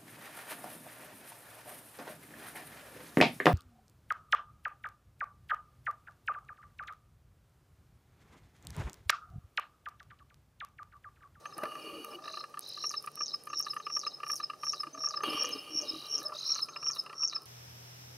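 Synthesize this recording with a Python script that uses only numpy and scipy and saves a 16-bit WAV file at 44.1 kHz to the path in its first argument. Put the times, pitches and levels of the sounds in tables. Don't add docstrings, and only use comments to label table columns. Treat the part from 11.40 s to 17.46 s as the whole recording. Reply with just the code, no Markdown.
import sys
import numpy as np
from scipy import signal
from scipy.fft import rfft, irfft
from scipy.io import wavfile
from scipy.ndimage import uniform_filter1d

SR = 44100
rng = np.random.default_rng(int(sys.argv[2]) if len(sys.argv) > 2 else 0)


def invert_db(x):
    u = np.asarray(x, float) / 20
    return 10 ** u


def generate_wav(signal):
    frames = np.transpose(np.atleast_2d(signal))
    scaled = np.clip(frames, -1, 1) * 32767
    pcm = np.round(scaled).astype(np.int16)
    wavfile.write(sys.argv[1], SR, pcm)


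N = 267246
CLOCK = np.arange(N) / SR
RUN_OUT_S = 4.9

# (frequency [Hz], density [dB per Hz])
AIR_COLOUR = [(25, -19), (150, -11.5), (240, -6.5), (373, 0.5), (936, -8.5), (1190, -25), (1520, -13),
              (2410, -12.5), (3430, -10.5), (5280, -11), (7500, -5.5), (10000, -18.5), (13000, -22.5),
              (15500, -28), (17000, -34)]
# (frequency [Hz], likeness [0..1])
AIR_LIKENESS = [(60, 0.49), (180, 0.88), (550, 0.85), (1650, 0.17), (4970, 1), (15000, 0.26)]
# (frequency [Hz], width [Hz], level [dB])
ENGINES = [(143.7, 7.5, -73.5), (137.4, 69, -71)]

# (frequency [Hz], width [Hz], tick level [dB], tick level with lens run out [dB], motor hum level [dB])
HOUSING_MODES = [(1187.2, 76.6, -2, -1, 33), (1252, 77, -2.5, -3, -17), (1336.6, 39, -1.5, 8.5, 17),
                 (1021, 71, -9.5, 5.5, -29), (1710, 84, 5, -16, 16)]
# (frequency [Hz], width [Hz], tick level [dB], zoom motor level [dB])
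LENS_MODES = [(2432, 115, 2.5, 3.5), (2836, 36, 0.5, 15), (2915, 30, -14, 15.5), (3106, 214, -8, 2.5),
              (4508, 71, -9, 2.5), (4220, 790, -10.5, -57), (2080, 740, -23, -47), (9930, 520, -14.5, -42),
              (2590, 352, -1.5, -12)]
# (frequency [Hz], width [Hz], level [dB])
BARREL_MODES = [(301.4, 82, 11.5), (447, 14, 13.5), (572.4, 9.8, 10), (740, 27, -39)]
# (frequency [Hz], width [Hz], level [dB])
STEP_MODES = [(396, 65, -14.5), (494, 98, -15.5), (640, 230, -16.5), (900, 135, -13.5), (1748, 230, -9),
              (2740, 293, -9)]
# (frequency [Hz], width [Hz], level [dB])
RUN_OUT_HUM_MODES = [(1305, 55, -59.5), (1097, 40, -64.5)]

# (time [s], housing hum level [dB])
MOTOR_LOAD = [(0.0, -60), (.15, -57), (.25, -40.5), (.29, -49.5), (.81, -55.5), (.89, -49), (.93, -58.5),
              (1.3, -66), (3.5, -63), (3.8, -52.5), (3.88, -43.5), (4.08, -49), (4.29, -58), (4.46, -55.5),
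              (4.62, -57), (4.89, -50.5), (5.03, -68), (6.06, -64)]
# (start [s], stop [s], rise [s], surge level [dB], cruise level [dB])
ZOOM_RUNS = [
    (0.171, 0.765, 0.3, -46.5, -49.5),
    (3.833, 4.824, 0.011, -34.5, -49.5),
]
# (time [s], rate [steps/s])
MOTOR_SPEED = [
    (0, 120),
    (2.0, 91),
    (3.8, 56),
    (4.3, 280),
    (6.1, 670),
]
# (time [s], level [dB])
GEAR_BITE = [(.2, -7), (.33, 0.5), (.37, -2), (.45, 2.5), (.55, 2), (.64, 1), (.68, -9), (.75, 4),
             (3.85, -3), (3.95, -0.5), (4.05, 2), (4.15, -3), (4.3, -0.5), (4.45, 0.5), (4.6, -6),
             (4.8, -3)]
# (time [s], level [dB])
UPPER_LENS_SLACK = [(0, -4.5), (3.8, 2), (3.83, 9.5), (4.45, 2), (4.6, 7.5)]
# (time [s], level [dB])
BARREL_CATCHES = [
    (.24, -55),
    (0.45, -52.5),
    (0.558, -54),
    (.75, -60.5),
    (3.86, -45),
    (4.08, -51.5),
    (4.301, -63),
    (4.42, -52),
    (4.79, -54),
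]

# (time [s], peak level [dB])
FOCUS_HUNT = [(0.8414, -43), (0.857, -38), (0.8792, -33), (0.8993, -42), (0.9401, -36), (0.9726, -32.5),
              (1.007, -37), (1.0398, -33), (1.1416, -37), (1.173, -33), (1.375, -38.5), (1.4406, -31.5),
              (1.509, -39.5), (1.5403, -31), (1.642, -40), (1.6747, -30), (1.775, -40), (1.808, -30),
              (1.941, -37.5), (2.0722, -33), (2.1012, -36.5), (2.132, -29), (2.2016, -37), (2.267, -30),
              (2.3004, -49), (2.334, -36.5), (2.366, -27.5), (2.4002, -35.5), (2.4679, -28.5),
              (2.5005, -35.5), (2.5674, -29.5), (2.6348, -36.5), (2.667, -27.5), (2.8025, -36.5),
              (2.8334, -29), (2.866, -35), (2.899, -29.5), (2.9337, -38.5), (3.0011, -31), (3.034, -37.5),
              (3.1, -29.5), (3.1347, -37.5), (3.234, -29), (3.268, -36.5), (3.3342, -30), (3.4022, -40),
              (3.4344, -30), (3.469, -37)]
FOCUS_CREEP = [(0.125, -40.5), (0.1866, -34.5), (0.2202, -36.5), (0.288, -42), (0.3887, -45), (0.421, -52),
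               (0.4972, -45), (0.539, -42), (0.567, -46), (0.6872, -47), (0.726, -46), (0.79, -44),
               (0.822, -46), (3.548, -38), (3.5761, -37.5), (3.606, -41), (3.639, -31), (3.6722, -34.5),
               (3.7062, -35), (3.7404, -29.5), (3.7738, -32), (3.8064, -29.5), (3.9084, -38), (4.0117, -43),
               (4.0702, -48), (4.1337, -47), (4.277, -45), (4.5465, -43), (4.7488, -44), (4.784, -44),
               (4.818, -40), (4.8516, -48), (4.896, -39), (4.9219, -32.5), (4.953, -42.5)]
FOCUS_STRAIN = [(0.0563, -33), (0.2552, -33), (0.3197, -37.5), (.354, -37.5), (0.6462, -39), (3.8366, -27),
                (3.8764, -33), (3.9313, -33), (3.9739, -34.5), (4.043, -30), (4.091, -41), (4.308, -49)]
FOCUS_REACH = [(5.0983, -42), (5.157, -38), (5.189, -37), (5.2869, -38.5), (5.3616, -35.5), (5.4279, -36.5),
               (5.465, -38.5), (5.499, -37.5), (5.564, -39), (5.663, -38), (5.697, -40), (5.7297, -37.5),
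               (5.8314, -39.5), (5.928, -38.5), (5.962, -39.5)]
STEP_BRIGHTNESS = [-15, -21.5, -12.5, -10]

# (whistle peak [s], whistle level [dB], rising note level [dB])
FAR_SONG = [(0.142, -48, -46.5), (0.4239, -54, -57), (0.715, -50.5, -56), (1.0006, -42, -47),
            (1.299, -42, -48), (1.592, -64, -57), (1.8932, -38.5, -44), (2.173, -38.5, -43),
            (2.462, -40, -45), (2.745, -37.5, -42), (3.0402, -39.5, -45), (3.325, -43, -43),
            (3.615, -47.5, -39.5), (3.904, -36, -40), (4.1895, -39.5, -39), (4.489, -35, -42),
            (4.7784, -41, -45), (5.066, -32.5, -38), (5.371, -37, -42)]
# (start from whistle peak [s], length [s], start, middle, end pitch [Hz], level [dB])
FAR_RATTLE_NOTES = [
    (-.05, .005, 4800, 5500, 5900, -15),
    (-.043, .005, 5800, 5000, 4300, -17),
    (-.037, .006, 4800, 3900, 4200, -9),
    (-.029, .007, 4800, 3850, 4000, -7),
]

# (time [s], level [dB], frequency [Hz], decay [s])
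HOUSING_KNOCKS = [
    (0.182, -33.5, 640, 0.0033),
    (0.234, -25.5, 610, 0.0056),
    (0.166, -40.5, 344, 0.013),
    (0.232, -28.5, 335, 0.0072),
    (3.834, -23.5, 425, 0.0063),
    (4.034, -55, 900, 0.0059),
]

# (middle [s], length [s], level [dB])
STEM_GUSTS = [(1.29, 0.033, -55), (1.492, 0.15, -55.5), (1.644, 0.11, -56.5), (2.067, 0.054, -58),
              (2.194, 0.048, -52), (2.317, 0.14, -56.5), (2.571, 0.11, -56.5), (2.931, 0.16, -50),
              (3.268, 0.15, -56.5), (3.407, 0.15, -60.5), (3.653, 0.14, -60.5), (3.922, 0.17, -50),
              (4.8, 0.32, -61), (5.06, 0.058, -61), (5.238, 0.078, -52.5), (5.57, 0.15, -58),
              (6.025, 0.031, -73)]
# (frequency [Hz], level [dB])
RUB_COLOUR = [(2500, -60), (4000, -32), (6000, -16.5), (9900, -12.5), (12500, -19), (15000, -31),
              (17000, -52)]
# (time [s], level [dB], left over right [dB])
STEM_CRACKS = [(0.181, -29.5, -1), (0.2364, -35, -1), (0.6469, -28, 1), (1.193, -20.5, -3.5),
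               (1.276, -43, -3), (1.291, -33, -5), (1.099, -50, -2), (1.208, -37, -3), (1.626, -37, -2),
               (1.643, -44, 0), (1.6627, -31.5, -4), (1.717, -43, -4), (1.959, -43, -5),
               (1.7562, -29.5, -4), (2.0373, -39, -7), (2.07, -42, -3.5), (2.177, -46, -7),
               (2.1936, -28, -4), (2.212, -30, -4), (2.2595, -41, -5), (2.881, -35, -5), (2.918, -27, -5),
               (2.942, -34, -12), (2.983, -40.5, -8), (3.836, -30, -2), (4.0348, -25, 3), (4.091, -30, -1),
               (4.667, -33, -5), (4.715, -38, -4), (4.7984, -42, -2), (4.805, -40, -5), (4.809, -44, -3),
               (4.831, -32, -6), (4.837, -40, -6), (4.846, -47, -4), (4.962, -51, 0), (5.563, -37, -4),
               (4.8844, -38, -3.0), (5.0757, -32.5, -6), (5.553, -34, -5), (5.638, -39.5, -2.5),
               (6.02, -42, -6), (6.034, -44, -6), (6.057, -38, -2)]

# (start [s], length [s], frequency [Hz], level [dB])
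BARREL_GROANS = [(0.308, 0.11, 617, -56.5), (0.38, 0.11, 292, -58), (0.447, 0.085, 402.4, -54.5),
                 (0.51, 0.067, 567, -52.5), (0.529, 0.097, 317.7, -49.5), (.565, 0.053, 457, -50),
                 (0.641, 0.11, 452, -53.5), (0.672, 0.063, 600, -56), (0.744, 0.034, 352, -50),
                 (0.802, 0.25, 635, -58.5), (3.469, 0.021, 312, -52.5), (3.529, 0.14, 638, -56),
                 (3.524, 0.092, 278, -55), (3.684, 0.087, 627, -60), (3.85, 0.12, 313, -42),
                 (3.898, .1, 428.6, -49), (4.004, 0.025, 568, -45), (4.04, 0.082, 490, -49.5),
                 (4.072, 0.044, 289, -58), (4.123, 0.071, 418, -51.5), (4.137, 0.043, 281, -50.5),
                 (4.301, 0.096, 305.5, -48), (4.414, 0.047, 591, -46.5), (4.496, 0.1, 315, -47.5),
                 (4.726, 0.092, 432, -58), (4.79, 0.04, 315, -56), (4.834, 0.14, 617, -51.5)]

# (first pulse [s], last pulse [s], pulses [count])
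TRILL_BOUTS = [
    (.8375, 1.0125, 10),
    (1.2228, 1.4495, 12),
    (4.4625, 4.667, 11),
    (4.9475, 5.205, 13),
]
# (first pulse level [dB], full level [dB], full pitch [Hz])
TRILL_VOICE = [
    (-46, -37, 4130),
    (-45, -35.5, 4115),
    (-45, -37, 3990),
    (-37, -31, 4150),
]

# (first snap [s], trill level [dB], snaps level [dB], whistle level [dB])
NEAR_SONG = [(1.4948, -25, -25.5, -27), (1.861, -25.5, -25.5, -27.5), (2.227, -23.5, -26.5, -29.5),
             (2.5939, -23, -23.5, -29.5), (2.958, -24, -25, -29), (3.3236, -23.5, -24.5, -29),
             (3.6884, -22.5, -24.5, -28.5), (4.0509, -23, -22.5, -29.5), (4.416, -22, -24, -28),
             (4.7814, -22, -21.5, -28), (5.147, -20.5, -21, -24), (5.513, -21, -22, -26),
             (5.877, -18.5, -21, -25.5)]
RATTLE_EFFORT = [6.5, 7, 8, 5, 1, 5, 5, -4, -0.5, -2, 0, 4.5, 5]
# (start from first snap [s], length [s], start, middle, end pitch [Hz], level [dB])
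SNAP_NOTES = [
    (-.017, .014, 6650, 6900, 7050, -25),
    (-.002, .0035, 5000, 6300, 7200, -1),
    (.004, .0035, 6700, 5900, 4700, -5),
    (.0185, .005, 4100, 5050, 5900, -12),
    (.025, .0045, 5900, 4800, 3700, -19),
    (.034, .006, 5700, 3900, 4900, -24),
    (.0445, .007, 5700, 3850, 4800, -20),
    (.055, .007, 5500, 3900, 4800, -16),
]

# (frequency [Hz], width [Hz], level [dB])
PORT_NOTCHES = [(2170, 150, -8), (3420, 360, -13), (7450, 1300, -21)]


def evened(x):
    return x / np.sqrt(np.mean(x ** 2) + 1e-20)


def smooth(x, size):
    return uniform_filter1d(uniform_filter1d(x, size=size), size=size)


def read(points, hz):
    f, value = np.transpose(points)
    return np.interp(np.log(hz + 1), np.log(f + 1), value)


def over_time(table):
    return np.interp(CLOCK, *np.transpose(table))


def add(mix, s, sound):
    part = mix[max(round(s * SR), 0):][:len(sound)]
    part += sound[:len(part)]


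def ring(x, hz, width):
    for wide in (abs(width), 3 * abs(width)):
        pole = np.exp((-np.pi * wide + 2j * np.pi * hz) / SR)
        x = 2 * signal.lfilter([1 - abs(pole)], [1, -pole], x).real
    return x


def sway(x, hz, width):
    drift = evened(smooth(rng.standard_normal(N), 2500))
    turn = np.exp(2j * np.pi * np.cumsum(hz * (1 + .004 * drift)) / SR)
    x = x / turn
    for wide in (abs(width), 3 * abs(width)):
        r = np.exp(-np.pi * wide / SR)
        x = signal.lfilter([1 - r], [1, -r], x)
    return 2 * (x * turn).real


def coloured(spectrum, same, patchy_db, size):
    hz = np.fft.rfftfreq(size, 1 / SR)
    a, b, c, d, patches = rng.standard_normal((4 * N // size + 5, len(hz), 5)).T
    patches = uniform_filter1d(patches, size=8, axis=0)
    patches = evened(uniform_filter1d(patches, size=8, axis=1))
    same = np.clip(same(hz), -1, 1)[:, None]
    left = a + 1j * b
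    right = same * left + np.sqrt(1 - same ** 2) * (c + 1j * d)
    z = np.array([left, right]) * invert_db(read(spectrum, hz)[:, None] + patchy_db * patches)
    return evened(signal.istft(z, nperseg=size, noverlap=size - size // 4)[1][:, :N])


def voiced(hz):
    return np.sin(2 * np.pi * (np.cumsum(hz) / SR + rng.random()))


def note(length, hz0, hz1, hz2, db, peak=0.5, blunt=1.0):
    u = np.linspace(0, 1, max(round(length * SR), 8))
    bend = np.polyfit([0, .5, 1], [hz0, hz1, hz2], 2)
    hz = np.polyval(bend, u) * (1 + 0.006 * rng.normal())
    rise_fall = np.interp(u, [0, np.clip(peak, .05, .95), 1], [0, 1, 0])
    return invert_db(db) * np.sin(np.pi / 2 * rise_fall) ** blunt * voiced(hz)


def reeds(x, t60, early):
    at = np.arange(40, SR // 2 - 30, 24) + rng.integers(0, 24, (2, (SR // 2 - 71) // 24 + 1))
    taps, t = np.zeros((2, SR // 2)), CLOCK[:SR // 2]
    np.put_along_axis(taps, at, rng.choice([-1., 1.], at.shape), 1)
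    taps = taps[:1] + 0.11 * taps[1:] * [[1], [-1]]
    taps *= invert_db(-60 * t / t60) + early * np.exp(-t / 0.014)
    return signal.fftconvolve(x[None], taps / np.linalg.norm(taps[0]), axes=1)[:, :N]


def air():
    hush = invert_db(-58.5) * coloured(AIR_COLOUR, lambda hz: read(AIR_LIKENESS, hz), patchy_db=2.4, size=2048)
    drone = sum(invert_db(db) * evened(ring(rng.standard_normal(N), hz, width)) for hz, width, db in ENGINES)
    return hush + drone


def motor_hum(grind, lumps):
    load_db = over_time(MOTOR_LOAD)
    shell = evened(sum(invert_db(db) * ring(lumps * grind[1], hz, width) for hz, width, *_, db in HOUSING_MODES))
    pair = lumps * (grind[3] + 0.29 * grind[4] * np.array([[1], [-1]]))
    murmur = evened(ring(pair, 471, 270) + ring(pair, 573.0, 62) + 0.91 * ring(pair, 754, 75))
    run_out = sum(invert_db(db) * evened(ring(lumps * grind[0], hz, width)) for hz, width, db in RUN_OUT_HUM_MODES)
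    murmur_db = -63 + 0.81 * (load_db + 60.5)
    return (CLOCK > RUN_OUT_S) * run_out + invert_db(load_db) * shell + invert_db(murmur_db) * murmur


def effort():
    out = np.zeros(N)
    for start, stop, rise, surge_db, cruise_db in ZOOM_RUNS:
        sinking_db = surge_db - 31 * np.maximum(CLOCK - start - rise, 0)
        db = np.maximum(sinking_db, cruise_db)
        db -= 9 * np.clip(1 - (CLOCK - start) / rise, 0, 1)
        out += invert_db(db) * (CLOCK > start) * np.clip((stop - CLOCK) / 0.0066, 0, 1)
    return out


def catches():
    rise_db_s, fall_db_s = 304, 89
    swell = sum(invert_db(db - np.maximum(rise_db_s * (s - CLOCK), fall_db_s * (CLOCK - s)))
                for s, db in BARREL_CATCHES)
    return swell * (effort() > 0)


def zoom(grind, lumps):
    turns = np.cumsum(over_time(MOTOR_SPEED)) / SR
    steps = np.exp(-(turns % 1) / 0.35) * grind[0] + .9 * grind[1]
    slack = invert_db(over_time(UPPER_LENS_SLACK))
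    whine = np.zeros(N)
    for k, (hz, width, _, db) in enumerate(LENS_MODES[:5]):
        mode = sway(steps, hz, max(width, 30 + 45 * (hz > 4000)))
        damping = slack if 3000 < hz < 3300 else 1
        whine += invert_db(db) * np.roll(lumps, 9000 * k) ** .3 * damping * mode
    drone = evened(sum(invert_db(db) * ring(grind[2], hz, width) for hz, width, db in BARREL_MODES))
    hiss = coloured(RUB_COLOUR, lambda hz: .75 + 0 * hz, patchy_db=.8, size=256)
    hiss += 0.15 * evened(ring(grind[4], 15300, 500))
    whirr = effort() * invert_db(over_time(GEAR_BITE)) * evened(whine)
    return whirr + catches() * drone + invert_db(-39.5) * effort() ** 0.42 * hiss


def lens_motors():
    grind = rng.standard_normal((5, N))
    lumps = invert_db(2.5 * evened(uniform_filter1d(grind[2], size=1500)))
    return motor_hum(grind, lumps) + zoom(grind, lumps)


def focus_steps():
    kinds = zip((FOCUS_HUNT, FOCUS_CREEP, FOCUS_STRAIN, FOCUS_REACH), STEP_BRIGHTNESS)
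    return [(s + 0.001039, db + 2.5, bright_db) for table, bright_db in kinds for s, db in table]


def focus():
    shove, tick = np.zeros(N), np.zeros(N)
    t = np.arange(0, .014, 1 / SR)
    for s, db, bright_db in focus_steps():
        chance = rng.standard_normal(len(t))
        buzz = np.sin(2 * np.pi * 1200 * t) + 0.5 * chance
        add(shove, s - .005, invert_db(db + 4.0) * buzz * (t / 0.0038) ** 2 * np.exp(2 - t / 0.0017))
        add(tick, s - .0027, invert_db(db + bright_db + 22.0) * chance * t / 0.0032 * np.exp(1 - t / 0.0014))
    out = np.zeros(N)
    for hz, width, db, out_db, _ in HOUSING_MODES:
        out += ring(shove * invert_db(np.where(CLOCK < RUN_OUT_S, db, out_db)), hz, width)
    blow = np.roll(tick, 50) + 0.39 * np.roll(tick, 350)
    for hz, width, db in STEP_MODES:
        out += invert_db(db + 9.0) * ring(blow, hz, width)
    for hz, width, db, _ in LENS_MODES:
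        out += invert_db(db) * ring(tick, hz, width)
    return out


def far_bird():
    out = np.zeros(N)
    for s, whistle_db, rise_db in FAR_SONG:
        add(out, s - .088, note(.027, 6050, 6280, 6550, rise_db, peak=.6, blunt=1.3))
        for at, length, hz0, hz1, hz2, db in FAR_RATTLE_NOTES:
            add(out, s + at, note(length, hz0, hz1, hz2, db + whistle_db, blunt=0.38))
        add(out, s - .018, note(0.0249, 5413, 5180, 5120, whistle_db, peak=0.91, blunt=1.3))
    return out


def knocks():
    out, t = np.zeros(N), np.arange(0, .06, 1 / SR)
    for s, db, hz, decay in HOUSING_KNOCKS:
        thud = np.sin(2 * np.pi * hz * t) + 0.9 * ring(rng.standard_normal(len(t)), 580, 1650)
        add(out, s, invert_db(db) * thud * t / decay * np.exp(1 - t / decay * 2))
    return out - smooth(out, 150)


def gusts():
    out = np.zeros(N)
    for s, length, db in STEM_GUSTS:
        add(out, s - length * .7, invert_db(db) * np.hanning(round(length * 1.4 * SR)))
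    return out


def stems():
    grain_db = 1.6 * uniform_filter1d(rng.exponential(1, N) ** 2, size=30)
    flutter_db = 4 * evened(ring(rng.standard_normal(N), 40, 60))
    rub = coloured(RUB_COLOUR, lambda hz: 0.61 + 0 * hz, patchy_db=3.0, size=256)
    rub = evened(invert_db(grain_db + flutter_db) * rub)
    out = rub * gusts() * invert_db(np.array([[-1.3], [1.3]]))
    t = np.arange(0, .004, 1 / SR)
    for s, db, pan_db in STEM_CRACKS:
        chance = rng.standard_normal((2, len(t)))
        burst = (chance[0] + .5 * chance[1] * [[1], [-1]]) * np.exp(-t / 0.0006)
        snap = ring(burst, 9700, 3600)
        add(out[0], s, invert_db(db + pan_db / 2) * snap[0])
        add(out[1], s, invert_db(db - pan_db / 2) * snap[1])
    return out


def groans():
    out = np.zeros(N)
    for s, length, hz, db in BARREL_GROANS:
        tone = note(length, hz * .99, hz * 1.01, hz * 0.957, db, peak=0.25, blunt=0.41)
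        waver_db = 4.9 * evened(uniform_filter1d(rng.standard_normal(len(tone)), size=400))
        add(out, s, tone * invert_db(waver_db))
    return out


def third_bird():
    out = np.zeros(N)
    for (first, last, count), (first_db, full_db, full_hz) in zip(TRILL_BOUTS, TRILL_VOICE):
        count = int(count)
        times = np.linspace(first, last, count) + 0.00037 * rng.standard_normal(count)
        for k, s in enumerate(times):
            s += .0025 * (k == 0)
            db = full_db + (first_db - full_db) * np.exp(-k) + .5 * rng.normal()
            hz = full_hz * (1 - .075 * np.exp(-k / 2.2) + .006 * rng.normal())
            add(out, s - .0045, note(.0095, .83 * hz, 1.01 * hz, .85 * hz, db, blunt=1.5))
            add(out, s - .009, note(.006, .92 * hz, 1.05 * hz, 1.3 * hz, db - 19))
            add(out, s + .003, note(.005, 1.25 * hz, 1.03 * hz, .9 * hz, db - 19))
            rasp = ring(rng.standard_normal(1150), 4900, 1350) * np.hanning(1150)
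            add(out, s - .0235, invert_db(db - 2.0) * rasp)
    return out


def trill_pulse(db):
    t = np.arange(0, .0112, 1 / SR)
    hz = 5460 + 1500 * np.exp(-t / .0012) - 900 * np.exp(-t / .0004) + 20 * rng.normal()
    flutter = 1 + .12 * np.sin(2 * np.pi * (230 * t + rng.random()))
    swell = signal.windows.tukey(len(t), .4) * (.9 + 10 * t) * flutter
    return invert_db(db) * swell * voiced(hz)


def near_bird():
    out = np.zeros(N)
    for (s, trill_db, snaps_db, whistle_db), rattle_db in zip(NEAR_SONG, RATTLE_EFFORT):
        for k in range(9):
            below_db = k * (2.3 + k * .27)
            add(out, s - .0315 - k * .0135, trill_pulse(trill_db - below_db + .7 * rng.normal()))
        for at, length, hz0, hz1, hz2, db in SNAP_NOTES:
            effort_db = rattle_db if at > .01 else 2.5
            db = db + snaps_db + effort_db + 1.5 * rng.normal()
            add(out, s + at, note(length, hz0, hz1, hz2, db, blunt=2.5))
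        whistle = s + .087
        add(out, whistle - .0235, note(.028, 5450, 5250, 5080, whistle_db + 1, peak=.8, blunt=2.2))
        add(out, whistle + 0.0026, note(0.003, 5000, 4910, 6000, whistle_db - 7.5, blunt=0.75))
        add(out, whistle + 0.0056, note(0.0085, 5520, 4910, 5300, whistle_db - 17.5, peak=0.11))
    return out


def scene():
    body = focus() + knocks() + groans()
    uneven = .09 * np.roll(body, 9) * [[1], [-1]]
    far, third, near = far_bird(), third_bird(), near_bird()
    birds = far + invert_db(-5) * reeds(far, t60=.3, early=.6)
    birds += third + invert_db(-11) * reeds(third, t60=.3, early=.05)
    birds += near + invert_db(-8) * reeds(near, t60=0.27, early=1.0)
    return air() + lens_motors() + body + uneven + stems() + birds


def roll_off(x):
    return signal.sosfilt(signal.butter(12, 16650, fs=SR, output="sos"), x)


def record(dry):
    hz = np.fft.rfftfreq(N, 1 / SR)
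    ports_db = sum(db / (1 + ((hz - at) / width * 2) ** 2) for at, width, db in PORT_NOTCHES)
    wind_cut = 1 / np.sqrt(1 + (60 / (hz + 1)) ** 2)
    band_limit = 1 / np.sqrt(1 + (hz / 15780) ** 600)
    mix = irfft(rfft(dry) * invert_db(ports_db) * wind_cut * band_limit, N)
    return roll_off(mix)


dry = scene()
out = record(dry)
generate_wav(out)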